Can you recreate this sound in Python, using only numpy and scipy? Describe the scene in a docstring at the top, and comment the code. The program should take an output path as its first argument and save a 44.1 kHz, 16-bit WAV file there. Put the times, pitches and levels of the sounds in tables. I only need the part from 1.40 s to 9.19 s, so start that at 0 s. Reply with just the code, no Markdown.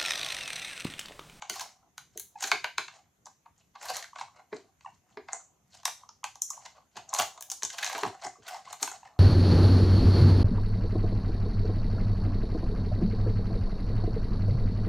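"""A thin moulded plastic tray snaps and ticks as fingers bend it on a wooden table, close to two microphones.
Each snap is a gritty burst of noise that sets the cups, panels and creases ringing. Cup walls give short pips
(fading tones), fingers and cable rustle over the tray (dense tiny ticks), and it knocks the table (low ringing tones).
A small hard room answers with scattered echoes, over a faint low hum and hiss made of shaped noise."""
import sys
import numpy as np
from scipy import signal
from scipy.fft import rfft, irfft
from scipy.io import wavfile
from scipy.ndimage import uniform_filter1d

SR = 44100
rng = np.random.default_rng(int(sys.argv[2]) if len(sys.argv) > 2 else 0)


def invert_db(x):
    """Field ratio 10**(x/20) for x, a level in decibels (scalar or array-like)."""
    u = np.asarray(x, float) / 20
    return 10 ** u


def output_pcm(signal):
    """Save a mono or channel-first signal as 16-bit PCM at the path in sys.argv[1].

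    Samples are clipped to [-1, 1] before scaling.
    """
    pcm = np.clip(np.atleast_2d(signal).T, -1, 1) * 32767
    wavfile.write(sys.argv[1], SR, np.round(pcm).astype(np.int16))


N = 343539  # length of the scene in samples
LEAD = 512  # samples of faint crackle before a slip


def evened(x):
    """Scales a signal to an rms of 1."""
    return x / np.sqrt(np.mean(x ** 2) + 1e-20)


def read(points, hz, axis=1):
    """Looks up a column of a table between its points, on a log-frequency axis."""
    columns = np.transpose(points)
    return np.interp(np.log(hz + 1), np.log(columns[0] + 1), columns[axis])


def all_parts(cups, panels, creases, fizz):
    """Ribs lie between panels and creases; the airy top grows faster than the fizz as a slip gets brighter."""
    panel_share = 0.6
    ribs = invert_db(-0.5) * panels ** panel_share * creases ** (1 - panel_share)
    air = invert_db(1) * fizz * (fizz / creases) ** 0.79
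    return [cups, panels, ribs, creases, fizz, air]


def rings(tear_s, size, creep_db, bend=0.064, uneven_db=2, grit_db=5):
    """Slips x parts x samples: a gritty burst that swells and dies sets each part of the plastic ringing."""
    # what cups, panels, ribs, creases, fizz and airy top ring with, one list for each part:
    # (pitch [Hz], level within the part [dB], time to fall by 60 dB [s])
    part_modes = [
        [(710, -5, 0.027), (827, 6.5, 0.011), (1026, 8.5, 0.012), (1253, 0, 0.01)],
        [(1557, 2, 0.011), (1994, 1.5, 0.0095), (2370, 4, 0.0056), (2695, -5, 0.011)],
        [(3130, -1.5, 0.0026), (3890, -3, 0.0065), (4366, -2, 0.004), (4880, -5, .0025)],
        [(5604, 1, 0.0022), (6467, 9.5, 0.0014), (7394, 0, 0.0011)],
        [(9460, 3.5, 0.00088), (11700, -5.5, 0.0015)],
        [(13100, 3, 0.0015), (14200, -7, 0.002)],
    ]
    slips = len(tear_s)
    tear = tear_s[:, None]
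    t = np.arange(size) / SR
    since_start = t - LEAD / SR
    u = np.maximum(since_start, 0) / tear
    late = since_start - tear
    # faint crackle leads in and settles after
    creep = np.exp(np.where(late < 0, late / (3.6 * tear), -late / 0.0065))
    swell = np.e * u * np.exp(-u) + invert_db(creep_db) * creep
    swell = swell * invert_db(grit_db * rng.standard_normal((slips, size)))

    # each part feels its own grit
    noise = rng.standard_normal((slips, len(part_modes), size))
    spectrum = rfft(swell[:, None] * noise)
    # a slip drives all pitches evenly
    smooth_power = uniform_filter1d(abs(spectrum) ** 2, size // 64, axis=2)
    blows = irfft(spectrum / np.sqrt(smooth_power))

    out, ring_t = [], t[:1024]
    for modes, blow in zip(part_modes, blows.swapaxes(0, 1)):
        ring = 0
        for hz, db, t60 in modes:
            shift, loud = rng.standard_normal((2, slips, 1))
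            mode_hz = hz * (1 + bend * np.tanh(shift))  # bending shifts every mode
            wave = np.sin(2 * np.pi * mode_hz * ring_t)
            # neighbouring modes start in opposite directions
            ring = invert_db(db + uneven_db * loud - 60 * ring_t / t60) * wave - ring
        edges = [0.75 * modes[0][0], 1.2 * modes[-1][0]]
        ring = signal.sosfilt(signal.butter(3, edges, "band", fs=SR, output="sos"), ring)
        sound = signal.fftconvolve(blow, ring, axes=1)[:, :size]
        # the loudest 96 samples get an rms of 1
        top = uniform_filter1d(sound ** 2, size=96, axis=1).max(1, keepdims=True)
        out.append(sound / np.sqrt(top))
    return np.stack(out, 1)


def snaps():
    """Creases flip over: every snap rings all parts, each at its own strength."""
    # the loud snaps, with the time the crease takes to give way and the strength in four parts:
    # (peak time [s], tearing [ms], moulded cups [dB], flat panels [dB], creases [dB], fizz [dB])
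    snap_rows = [(0.0221, 0.8, -34.5, -41.5, -43, -64), (0.098, 0.4, -42, -34.5, -29, -35),
                 (0.158, 2.7, -40, -48, -44, -49), (0.196, 2, -44, -41, -39, -47.5),
                 (0.2119, 4, -37.5, -46.5, -37.5, -45), (0.58, 0.73, -44.5, -42, -41.5, -49),
                 (0.7758, 0.64, -66, -51, -35, -39.5), (0.7976, 0.17, -60, -53.5, -38, -37.5),
                 (1.0073, 2.6, -67.5, -54, -43, -55), (1.0255, 3.2, -32.5, -43.5, -32.5, -43.5),
                 (1.04, 2.8, -43, -32.5, -29.5, -52.5), (1.075, 3, -47, -40, -38, -49),
                 (1.1163, 0.12, -22, -17.5, -28.5, -41), (1.2437, 0.55, -29.5, -25.5, -40.5, -48),
                 (1.3817, 0.7, -26.5, -22.5, -31, -41.5), (1.4821, 1.6, -44.5, -42.5, -50, -71.5),
                 (1.8579, 0.82, -53.5, -71, -44.5, -71), (1.8671, 2.2, -45, -58.5, -53, -65.5),
                 (2.0597, 2, -48.5, -61.5, -80.5, -86), (2.356, 4.2, -42, -51, -62.5, -84),
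                 (2.43, 0.93, -45, -49, -56, -56.5), (2.456, 4.4, -42.5, -46, -54, -53.5),
                 (2.509, 2.7, -44, -62, -47, -60), (2.568, 1.5, -51, -42, -33.5, -40),
                 (2.626, 1, -53, -43, -43, -57), (2.642, 1.46, -63, -42, -53, -69),
                 (2.7589, 1.4, -37.5, -45, -56, -83), (2.7868, 2, -41.5, -43.5, -56, -83),
                 (2.8114, 1.7, -29.5, -41.5, -54, -75.5), (3.1285, 2, -40, -41, -69, -84),
                 (3.409, 0.44, -61, -59, -65.5, -83), (3.772, 0.16, -40, -42, -64, -83),
                 (3.886, 1.15, -38, -41.5, -59, -85), (4.4326, 0.59, -50.5, -60, -55, -69),
                 (4.4545, 0.39, -26.5, -30, -22.5, -31), (4.478, 0.79, -34.5, -36, -43, -45),
                 (4.691, 0.75, -46.5, -70, -44.5, -78), (4.842, 0.35, -29, -36.5, -33, -46),
                 (4.9562, 0.58, -46.5, -61, -45.5, -60.5), (5.0202, 0.44, -53.5, -63, -20.5, -32),
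                 (5.1038, 0.12, -69.5, -74, -29.5, -41.5), (5.2613, 1.2, -43.5, -47, -46.5, -60.5),
                 (5.5702, 3.1, -39.5, -43, -45, -60), (5.692, 1.6, -84, -86, -41, -67),
                 (5.731, 2, -29.5, -42, -49, -57), (5.7392, 0.18, -66, -61, -24.5, -35),
                 (5.748, 0.6, -29, -38.5, -29, -39.5), (5.788, 1.6, -29.5, -40, -24.5, -38.5),
                 (5.9771, 2.3, -45, -56.5, -51.5, -81), (6.009, .6, -48, -57, -40, -44),
                 (6.0248, 0.34, -78, -50.5, -39, -41.5), (6.1009, 0.14, -53, -54.5, -31, -41),
                 (6.1165, 0.14, -43.5, -50.5, -29, -38), (6.223, 1.32, -45, -39, -42, -56.5),
                 (6.2332, 0.15, -36, -43.5, -23.5, -40.5), (6.2503, 0.13, -45, -47.5, -26, -42.5),
                 (6.302, 1.24, -66, -43.5, -38.5, -55), (6.385, 2.7, -47, -34, -39, -49),
                 (6.43, 4.6, -38.5, -29, -37, -46), (6.4457, 0.52, -37, -38, -27.5, -43.5),
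                 (6.4637, 0.68, -48, -34, -33, -48.5), (6.4753, 1.6, -38, -38.5, -35, -48.5),
                 (6.497, 1.5, -33.5, -35, -49, -49), (6.5288, 2.1, -34.5, -40, -41.5, -49.5),
                 (6.5503, 1.9, -43, -34, -47, -64.5), (6.58, 1.2, -48, -46, -43, -47.5),
                 (6.6336, 0.51, -23.5, -28, -41.5, -51), (6.651, 1, -26, -50, -50, -72),
                 (6.8285, 0.75, -54.5, -49.5, -59, -71), (7.084, 5, -52.5, -40, -46, -50),
                 (7.3289, 1.4, -36.5, -48, -39.5, -48), (7.4285, 1.0, -31, -32.5, -22.5, -33.5),
                 (7.476, 0.84, -34, -37, -48, -50)]
    out = np.zeros(N + SR)
    tear_s = np.array(snap_rows)[:, 1] / 1000
    for row, rise, ring in zip(snap_rows, tear_s, rings(tear_s, size=4096, creep_db=-15.0)):
        at = round((row[0] - rise - 0.0003) * SR) - LEAD  # the ring peaks just after the burst does
        strength = np.array(all_parts(*invert_db(row[2:])))
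        out[at:at + ring.shape[1]] += strength @ ring
    return out[:N]


def pips():
    """A cup wall slips against a finger and sings a short soft-edged tone with two weak overtones."""
    # (peak time [s], peak level [dB], pitch [Hz], swell [ms], each overtone against the main tone [dB])
    pip_rows = [(.961, -36, 842, 5.6, -23), (2.734, -39.5, 1050, 2.8, -26), (2.885, -46, 1070, 3.5, -30),
                (3.451, -38.5, 1094, 4.4, -41), (3.463, -32, 920, 3.5, -16), (3.4775, -46.5, 750, 4.7, -12),
                (4.637, -42, 1050, 2.6, -26), (4.834, -38, 1034, 2, -18), (5.108, -33.5, 1084, 2.6, -28),
                (5.179, -37.5, 963, 2.4, -36), (6.585, -30.5, 923, 7, -33), (6.959, -49, 1144, 4, -31),
                (7.15, -37.5, 886, 6, -26), (7.278, -39, 1044, 5, -29), (7.633, -39.5, 885, 2.6, -17)]
    fade_swells, sag = 0.93, 0.045  # fade length in swells; share by which the pitch starts high and ends low
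    out, t = np.zeros(N + SR), np.arange(4096) / SR
    for s, peak_db, hz, swell_ms, overtones_db in pip_rows:
        swell_s = swell_ms / 1000
        u = t / swell_s - 2  # 0 at the peak
        turns = np.cumsum(hz * (1 - sag * np.tanh(u))) / SR
        start = rng.random((3, 1))
        waves = np.sin(2 * np.pi * (np.arange(1, 4)[:, None] * turns + start))
        tone = invert_db([0, overtones_db, overtones_db]) @ waves
        envelope = np.exp(-2 * np.where(u < 0, u, u / fade_swells) ** 2)
        out[round((s - 2 * swell_s) * SR):][:len(t)] += invert_db(peak_db) * envelope * tone
    return out[:N]


def pressure(part):
    """Rub level in cups (0) or creases (1): rise, hold, fall and a slow settling, summed in power."""
    # each squeeze or rub of the fingers:
    # (full strength from [s], held [s], cups [dB], creases [dB])
    rub_rows = np.array([(0.0, 0.098, -62.5, -66), (0.124, 0.11, -51, -48.5), (0.419, 0.0067, -65, -104),
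                         (0.746, 0.0099, -75, -68), (1.025, 0.06, -47.5, -44.5), (1.54, 0.022, -61, -63),
                         (2.189, 0.018, -77.5, -70.5), (2.431, 0.15, -46.5, -47.5),
                         (2.799, 0.0046, -50, -49.5), (2.961, 0.016, -58, -73.5), (3.16, 0.011, -61, -58.5),
                         (3.251, 0.038, -71.5, -84), (3.42, 0.045, -75.5, -66.5),
                         (3.55, 0.013, -76.5, -74.5), (3.679, 0.059, -65.5, -74.5),
                         (3.93, 0.0019, -49.5, -54), (4.35, 0.0037, -61, -52), (4.601, 0.015, -60, -72.5),
                         (5.122, 0.05, -62, -62), (5.229, 0.033, -61.5, -60), (5.332, 0.041, -61.5, -75.5),
                         (5.561, 0.023, -58, -60.5), (5.703, 0.064, -51, -73.5), (5.769, 0.044, -36.5, -43),
                         (6.332, 0.17, -50, -49), (6.375, 0.31, -45.5, -49.5), (6.826, 0.035, -49, -52.5),
                         (7.074, 0.11, -48.5, -52), (7.262, 0.047, -50, -55), (7.419, 0.01, -39.5, -41),
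                         (7.499, 0.058, -55.5, -60), (7.664, 0.0034, -49.5, -61.5)])
    # speed of the fall: (cups [dB per s], creases [dB per s])
    fall_speed = [294.5, 406]
    # after a squeeze the bent plastic creeps back quietly, this far below it: (cups [dB], creases [dB])
    settle_level = [-22, -50]
    rise_db_per_s, settle_db_per_s = 447.5, 36
    t = np.arange(0, N, 64)[:, None] / SR
    before = np.maximum(rub_rows[:, 0] - t, 0)
    after = np.maximum(t - rub_rows[:, 0] - rub_rows[:, 1], 0)
    fall = invert_db(-fall_speed[part] * after) + invert_db(settle_level[part] - settle_db_per_s * after)
    level = invert_db(rub_rows[:, 2 + part] - rise_db_per_s * before) * fall
    return np.interp(np.arange(N) / SR, t[:, 0], np.sqrt((level ** 2).sum(1)))


def wander(depth_db, size):
    """A gain of rms 1 that drifts at random over about size samples."""
    drift = evened(uniform_filter1d(rng.standard_normal(N // 64 + 2), size // 64))
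    drift = np.interp(np.arange(N) / 64, np.arange(len(drift)), drift)
    return evened(invert_db(depth_db * drift))


def flurries(size):
    """Smooth random ups and downs of rms 1: noise averaged twice over size samples."""
    return evened(uniform_filter1d(uniform_filter1d(rng.standard_normal(N), size), size))


def rustle(spread_db=2.5, panel_db=-4.5, fizz_db=-13, clump_db=2.5, own_db=3.0, dwell_db=7):
    """Rubbing makes dense small ticks in clumps, each ringing the parts of the spot where it happens."""
    ticks_per_s, spots = 3000, 12
    cups, creases = pressure(part=0), pressure(part=1)
    panels = np.sqrt(cups * creases) * invert_db(panel_db)  # between cups and creases
    fizz = creases * invert_db(fizz_db) * (creases / invert_db(-49.0)) ** 1.2  # gentle rubbing is duller
    strength = all_parts(cups, panels, creases, fizz)
    strength = [level * wander(own_db, size=500) for level in strength]  # each part has its own flurries

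    clumps = flurries(300) + 0.314 * flurries(900)  # short and longer flurries
    size = invert_db(spread_db * np.minimum(rng.exponential(1, N), 4) + clump_db * clumps)
    ticks = evened(size * (rng.random(N) < ticks_per_s / SR))

    spot = rng.integers(0, spots, N)
    shapes = rings(np.full(spots, 0.0006), size=1536, creep_db=-43.5, bend=0.089, uneven_db=8.5)
    colours = invert_db(5.2 * rng.standard_normal(shapes.shape[:2]))  # each spot favours other parts
    colours = colours / np.sqrt((colours ** 2).mean(0))
    out = np.zeros(N + LEAD)
    for k, (parts, colour) in enumerate(zip(shapes, colours)):
        busy = wander(dwell_db, size=1500)  # the crackle dwells on one spot, then moves on
        for level, ring, share in zip(strength, parts, colour):
            hits = level * busy * ticks * (spot == k)
            out += signal.oaconvolve(hits, share * ring / np.linalg.norm(ring))[:N + LEAD]
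    return out[LEAD:]


def knocks():
    """The tray bounces as a whole and pushes softly into the table top."""
    # the tray knocks the table top: (start [s], tray [dB], table [dB])
    knock_rows = [(0.1, -46, -56), (0.756, -46, -72), (1.042, -45.5, -85), (1.126, -37.5, -56),
                  (1.385, -42.5, -64), (3.125, -33, -63), (3.242, -55.5, -74), (3.77, -39, -80),
                  (5.562, -50, -58), (5.789, -41.5, -49.5), (6.227, -45.5, -57.5), (6.547, -37, -72),
                  (6.629, -31.5, -46.5), (6.649, -33, -43), (6.851, -45, -54.5), (6.983, -52, -62.5),
                  (7.419, -35.5, -81)]
    # the wooden table top: (pitch [Hz], level within the table [dB], time to fall by 60 dB [s])
    table_modes = [(102, 1, 0.07), (232, 10, 0.034)]
    # the whole tray: (pitch [Hz], level within the tray [dB], time to fall by 60 dB [s])
    tray_modes = [(303.3, -6, 0.057), (405, 10.5, 0.033), (527, -4, 0.034), (645, 2.5, 0.043)]
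    out, t = np.zeros(N + SR), np.arange(SR // 4) / SR
    wood = sum(invert_db(db - 60 * t / t60) * np.sin(2 * np.pi * hz * t) for hz, db, t60 in table_modes)
    soft_push = (1 - np.exp(-t / 0.0029)) ** 2
    for s, tray_db, table_db in knock_rows:
        tray = 0
        for hz, db, t60 in tray_modes:
            bent, loud = rng.standard_normal(2)  # each knock differs a little in pitch and level
            wave = np.sin(2 * np.pi * hz * (1 + 0.044 * bent) * t)
            tray = tray + invert_db(db + 2 * loud - 60 * t / t60) * wave
        out[round(s * SR):][:len(t)] += soft_push * (invert_db(tray_db) * tray + invert_db(table_db) * wood)
    return out[:N]


def room(x):
    """Walls send back sparse taps that die band by band; three tails take turns."""
    # how the room dies away: (frequency [Hz], time to fall by 60 dB [s], level [dB])
    room_bands = [(265, 0.16, 8.5), (950, 0.2, -7.5), (2860, 0.26, -2), (6400, 0.35, -7), (14400, 0.24, -6)]
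    # how unlike the room is at the two microphones: (frequency [Hz], own part against shared part [factor])
    unlike = [(150, 0.3), (400, 0.3), (1200, 0.56), (3000, 0.33), (9000, 1)]
    out, turn = np.zeros((2, N)), np.arange(N) / SR / 0.11
    for k in range(3):
        # one tap at a random place in every 20 samples, in three rows: shared, left, right
        taps = np.zeros((3, SR // 2))
        grid = np.arange(160, SR // 2 - 20, 20)
        at = grid + rng.integers(0, 20, (3, len(grid)))
        np.put_along_axis(taps, at, rng.choice([-1., 1.], at.shape), 1)
        hz, t, z = signal.stft(taps, SR, nperseg=256)
        z = z[0] + read(unlike, hz)[:, None] * z[1:]  # the microphones sit close together
        t60 = read(room_bands, hz)[:, None]
        band_db = read(room_bands, hz, axis=2)[:, None]
        z *= invert_db(band_db - 60 * t / t60) / np.sqrt(t60)  # the same energy whatever the decay time
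        tail = signal.istft(z, SR, nperseg=256)[1]
        tail = tail / np.sqrt(SR * np.mean(taps ** 2) / (6 * np.log(10)))
        window = np.sqrt(2 / 3) * np.cos(np.pi * (turn + k / 3))  # the three powers add up to 1
        out += signal.fftconvolve((x * window)[None], tail, axes=1)[:, :N]
    return out


def hum_and_hiss(patchy_db=2.2):
    """Faint steady noise, strongest in the bass, with drifting patches in pitch and time."""
    # colour of the noise, relative: (frequency [Hz], density [dB per Hz])
    colour = [(30, 4.5), (115, 7), (632, -10), (1010, -11.5), (1320, -12.5), (3060, -16.5), (4910, -22.5),
              (6550, -10.5), (8300, -24), (14000, -20.5), (16000, -46.5)]
    # how alike left and right are: (frequency [Hz], likeness [0 to 1])
    likeness = [(60, 1), (200, 0.71), (640, 0.16), (3000, 0.2)]
    frames, hz = N // 256 + 5, np.fft.rfftfreq(1024, 1 / SR)
    a, b, c, d, patches = rng.standard_normal((5, 513, frames))
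    patches = evened(uniform_filter1d(uniform_filter1d(patches, 10, 0), 12, 1))
    same = np.clip(read(likeness, hz), -1, 1)[:, None]
    left = a + 1j * b
    right = same * left + np.sqrt(1 - same ** 2) * (c + 1j * d)
    z = np.array([left, right]) * invert_db(read(colour, hz)[:, None] + patchy_db * patches)
    noise = signal.istft(z, nperseg=1024, noverlap=768)[1][:, :N]
    return invert_db(-70.5) * evened(noise)


def scene():
    """The tray straight ahead, its room and the background."""
    tray = snaps() + pips() + rustle() + knocks()
    early = signal.lfilter([1, -1], [1], tray)  # a tiny path difference between the microphones
    return tray + 0.09 * np.array([early, -early]) + room(tray) + hum_and_hiss()


def band_limit(x):
    """A steep low-pass at the top of the band."""
    return signal.sosfilt(signal.butter(12, 16800, fs=SR, output="sos"), x)


def record(dry):
    """Air resonating in the microphone port lifts one treble band, and the deepest bass is lost."""
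    port_hz, port_width_hz, port_db = 6560, 530, -10.5
    dry = signal.lfilter(*signal.butter(3, 60, "high", fs=SR), dry)
    lift = signal.lfilter(*signal.iirpeak(port_hz, port_hz / port_width_hz, SR), dry)
    return band_limit(dry + invert_db(port_db) * lift)


dry = scene()
out = record(dry)
output_pcm(out)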